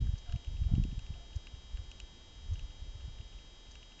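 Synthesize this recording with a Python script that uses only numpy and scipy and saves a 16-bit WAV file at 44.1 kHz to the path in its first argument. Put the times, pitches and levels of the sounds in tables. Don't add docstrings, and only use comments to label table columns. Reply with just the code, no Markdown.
import sys
import numpy as np
from scipy import signal
from scipy.fft import rfft, irfft
from scipy.io import wavfile
from scipy.ndimage import uniform_filter1d

SR = 44100
rng = np.random.default_rng(int(sys.argv[2]) if len(sys.argv) > 2 else 0)


def wav_out(sig):
    wavfile.write(sys.argv[1], SR, np.round(np.clip(np.atleast_2d(sig).T, -1, 1) * 32767).astype(np.int16))


N = 176400
T = np.arange(N) / SR
F = np.maximum(np.arange(N // 2 + 1) * SR / N, 1)


def undb(db):
    return 10 ** (np.asarray(db) / 20)


def noise(gain):
    y = irfft(rfft(rng.standard_normal(N)) * gain, N)
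    return y / y.std()


def colour(points):
    hz, db = np.array(points).T
    return undb(np.interp(np.log(F), np.log(hz), db))


def band(centre_hz, half_width_hz):
    return noise(1 / (1 + ((F - centre_hz) / half_width_hz) ** 2))


def even(y, span_samples):
    power = y ** 2
    for _ in range(3):
        power = uniform_filter1d(power, size=span_samples)
    return y / np.sqrt(power + 0.014)


def hiss():
    # frequency in Hz, relative density in dB.
    spectrum = [(25, 11), (100, 9), (250, 5), (500, 1), (1000, -4), (1500, -6.5), (2100, -9.5),
                (2800, -8.5), (3500, -8.5), (4300, -11.5), (5200, -12), (6000, -10.5), (7300, -13.5),
                (8200, -16.5)]
    return undb(-61) * noise(colour(spectrum))


def whine():
    # harmonic number, rms level in dB before trim.
    harmonics = [(3, -82), (4, -96.5), (6, -82.5), (7, -80), (8, -81), (9, -84), (10, -74), (11, -66.5),
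                 (12, -77.5), (13, -69.5), (14, -85), (15, -81), (16, -82), (17, -74.5), (18, -81.5),
                 (19, -84.5), (20, -81), (21, -81), (22, -85), (23, -88.5), (24, -83.5), (25, -83.5),
                 (26, -76), (27, -91)]
    fundamental_hz, trim_db = 292.97, 1.5
    out = 0
    for k, db in harmonics:
        cycles = k * fundamental_hz * T + rng.random()
        out += undb(db + trim_db) * np.sqrt(2) * np.sin(2 * np.pi * cycles)
    return out


def rasp():
    # delay in seconds, relative level in dB.
    crackles = [(0, -2), (.003, -5.5), (.0062, 0), (0.014, -12.5)]
    # frequency in Hz, relative density in dB.
    spectrum = [(1500, -6), (3800, -13.5), (4400, 6), (5300, -3), (6300, 8.5), (6900, -18), (7400, 6),
                (7900, -25)]
    first_s, period_s, decay_s = 0.1803, 1.177, 0.0016
    envelope = 0
    for delay_s, db in crackles:
        age_s = (T - first_s - delay_s) % period_s
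        envelope += undb(db) * np.exp(-age_s / decay_s)
    return undb(-51) * envelope * even(noise(colour(spectrum)), span_samples=30)


def dog():
    # start in seconds, pitch in Hz, level in dB, hoarseness in dB relative to the hoot.
    barks = [(0.26, 706, -64, -7), (.672, 710, -65.5, -2), (1.149, 708, -69, -4.5)]
    rise_s, hold_s, decay_s = 0.0087, 0.093, 0.042
    half_width_hz, sag_hz_per_s = 28, 170
    out = 0
    for start_s, hz, db, hoarse_db in barks:
        hoot = even(band(hz, half_width_hz), span_samples=1500)
        octave = undb(-14) * band(2 * hz, 2 * half_width_hz)
        fringe = undb(hoarse_db) * band(1.1 * hz, 0.59 * hz)
        age_s = np.maximum(T - start_s, 0)
        sagging_s = T - sag_hz_per_s / hz * age_s ** 2 / 2
        voice = np.interp(sagging_s, T, hoot + octave + fringe)
        attack = np.minimum(age_s / rise_s, 1)
        fade = np.exp(-np.maximum(age_s - hold_s, 0) / decay_s)
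        out += undb(db) * voice * attack * fade
    return out


def body_modes(modes, t, clock_s):
    hold_s, pitch_scatter = 0.0023, 0.018
    out = 0
    for hz, db, t60_s in modes:
        pitch_hz = hz * (1 + pitch_scatter * rng.standard_normal())
        fade = np.exp(-np.log(1000) * np.maximum(t - hold_s, 0) / t60_s)
        out += undb(db) * np.sin(2 * np.pi * (pitch_hz * clock_s + rng.random())) * fade
    return out


def ticks():
    # start in seconds, then ring, snap and knock levels in dB before trim and mode gains.
    events = [(.0695, -66, -62, -57.5), (.155, -62, -77, -63), (.261, -63, -90, -62),
              (0.295, -54.5, -63, -57), (0.3232, -49, -52, -53), (0.3604, -50, -56, -71.5),
              (0.4463, -53, -57, -81), (0.4707, -58, -85, -85), (0.5683, -56, -76, -84),
              (0.636, -57.5, -74, -66), (.7521, -50.5, -60, -77), (0.8376, -49.5, -51.5, -72),
              (0.914, -58, -73, -85), (.992, -51.5, -54, -65), (1.065, -56, -63, -74),
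              (1.139, -56, -69, -64), (1.3308, -57.5, -70, -75), (1.4698, -46.5, -58.5, -59),
              (1.547, -60, -71, -70), (1.772, -52.5, -58, -57.5), (1.915, -47, -52, -66),
              (2.001, -44.5, -48, -66), (2.5561, -52, -66, -64), (2.5935, -49, -56, -63),
              (2.705, -59, -80, -70), (3.007, -57, -82, -68), (3.185, -53.5, -72, -63),
              (3.21, -54.5, -74, -71), (3.3264, -60, -73, -75), (3.3871, -58, -72, -82),
              (3.668, -63, -82, -73), (3.7539, -49.5, -59.5, -58), (3.8288, -51.5, -62, -74),
              (3.9197, -52.5, -69, -80), (3.9927, -49.5, -60, -65)]
    # frequency in Hz, relative density in dB.
    snap_spectrum = [(1500, -12), (2100, -14), (2500, -2.5), (3300, 4.5), (3700, -11), (4200, 1),
                     (4700, -6.5), (5600, 0), (6600, -6), (7300, 4), (8400, -9)]
    # frequency in Hz, relative level in dB, T60 in seconds.
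    ring_modes = [(2620, -8, .012), (2976, 0, 0.018), (4250, -13, 0.015)]
    knock_modes = [(1320, -7, 0.013), (1613, -4.5, 0.028)]
    snap_trim_db, knock_trim_db = 9, 3
    rise_s, snap_decay_s = 0.00035, 0.0013
    flat_share, bend_s = 0.16, 0.0018
    t = T[:SR // 25]
    bent_s = t - flat_share * bend_s * (1 - np.exp(-t / bend_s))
    snap_noise = even(noise(colour(snap_spectrum)), span_samples=30)
    out = np.zeros(N + 2 * len(t))
    for start_s, ring_db, snap_db, knock_db in events:
        offset = rng.integers(N - len(t))
        snap = undb(snap_db + snap_trim_db) * snap_noise[offset:offset + len(t)]
        snap *= np.exp(-t / snap_decay_s)
        ring = undb(ring_db) * body_modes(ring_modes, t, bent_s)
        knock = undb(knock_db + knock_trim_db) * body_modes(knock_modes, t, t)
        i = int(start_s * SR)
        out[i:i + len(t)] += (snap + ring + knock) * np.minimum(t / rise_s, 1)
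    return out[:N]


def eddies(edge_hz):
    low_cut_hz, order = 30.4, 3.26
    power_loss = (1 + (F / edge_hz) ** (2 * order)) * (1 + (low_cut_hz / F) ** 4)
    return even(noise(1 / np.sqrt(power_loss)), span_samples=2200)


def breeze():
    # time in seconds, rumble level in dB.
    levels = [(0, -30), (.14, -42), (.18, -48), (.27, -51), (.32, -40), (.39, -51), (.45, -61), (.5, -40),
              (.7, -35.5), (.8, -33), (.9, -38), (.99, -41), (1.04, -46), (1.12, -41.5), (1.24, -51),
              (1.65, -52.5), (1.85, -47), (2.1, -55.5), (2.3, -56), (2.52, -42), (2.63, -42), (2.73, -51),
              (2.88, -47), (3.15, -47.5), (3.55, -55), (3.78, -52.5), (4, -59.5)]
    strong_db, flutter_offset_db, flutter_exponent = -36.5, -7, 1.93
    rumble_gain = undb(np.interp(T, *np.array(levels).T))
    growth = (rumble_gain / undb(strong_db)) ** flutter_exponent
    flutter_gain = undb(strong_db + flutter_offset_db) * growth
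    return rumble_gain * eddies(edge_hz=47.3) + flutter_gain * eddies(edge_hz=114)


def buffets():
    # centre in seconds, peak in dB before trim, frequency in Hz,
    # roundness (2 = blunt thud, 10 = a few soft swings).
    dips = [(0.025, -23, 74, 3.6), (0.063, -35.5, 40, 7.9), (0.095, -23.5, 56, 2.8), (0.14, -23, 51, 2.05),
            (.294, -30.5, 42, 2.4), (0.342, -25.5, 65.5, 2.9), (0.359, -27.5, 85, 4.5),
            (0.483, -28.5, 48, 3.7), (.62, -25, 73.5, 5.5), (0.668, -23, 59.4, 4.7), (0.72, -26, 109, 4.6),
            (.739, -17.5, 74, 1.64), (0.766, -29, 114, 8.8), (.782, -20.5, 120, 2.7), (0.8, -21, 94, 4.1),
            (0.818, -31, 135, 5.5), (0.853, -29.5, 148, 2.9), (.885, -41, 120, 7.2), (.929, -33, 117, 3.6),
            (0.982, -30, 77, 4), (1.106, -34, 100, 5.1), (1.367, -27.5, 65.7, 5.2), (1.542, -38, 66.5, 3.7),
            (1.748, -30.5, 39.7, 5.1), (1.796, -33, 54, 5.3), (2.034, -39.5, 46.3, 5.8),
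            (2.502, -33.5, 38, 11), (2.528, -29, 86.4, 50), (2.646, -39, 46, 13), (2.824, -39, 55.7, 5.2),
            (2.886, -37, 47, 5.4), (2.96, -37.5, 74, 11), (3.052, -35, 56, 13), (3.083, -36.5, 95, 5.6),
            (3.114, -44.5, 66, 3.7), (3.205, -35, 55, 2.3), (3.362, -48, 41.6, 7.6)]
    trim_db, reach_s = 1, 0.15
    out = np.zeros(N)
    for centre_s, db, hz, roundness in dips:
        near = np.abs(T - centre_s) < reach_s
        swing = (1 - 2j * np.pi * hz * (T[near] - centre_s) / roundness) ** -(roundness + 1)
        out[near] -= undb(db + trim_db) * swing.real
    return out


def scene():
    return (breeze() + buffets() + ticks() + whine() + rasp() + dog() + hiss())[None]


def record(dry):
    fade_s, shelf_hz, shelf_db, cutoff_hz = 0.012, 7447, -13, 8775
    fade_in = np.sin(np.pi / 2 * np.minimum(T / fade_s, 1)) ** 2
    hz = np.linspace(0, SR / 2, 513)
    shelf = undb(shelf_db) + (1 - undb(shelf_db)) / (1 + (hz / shelf_hz) ** 100)
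    taps = np.fft.fftshift(irfft(shelf))
    dull = signal.fftconvolve(dry * fade_in, taps[None], mode="same")
    lowpass = signal.ellip(8, 0.2, 70, cutoff_hz, fs=SR, output="sos")
    return signal.sosfilt(lowpass, dull)


dry = scene()
out = record(dry)
wav_out(out)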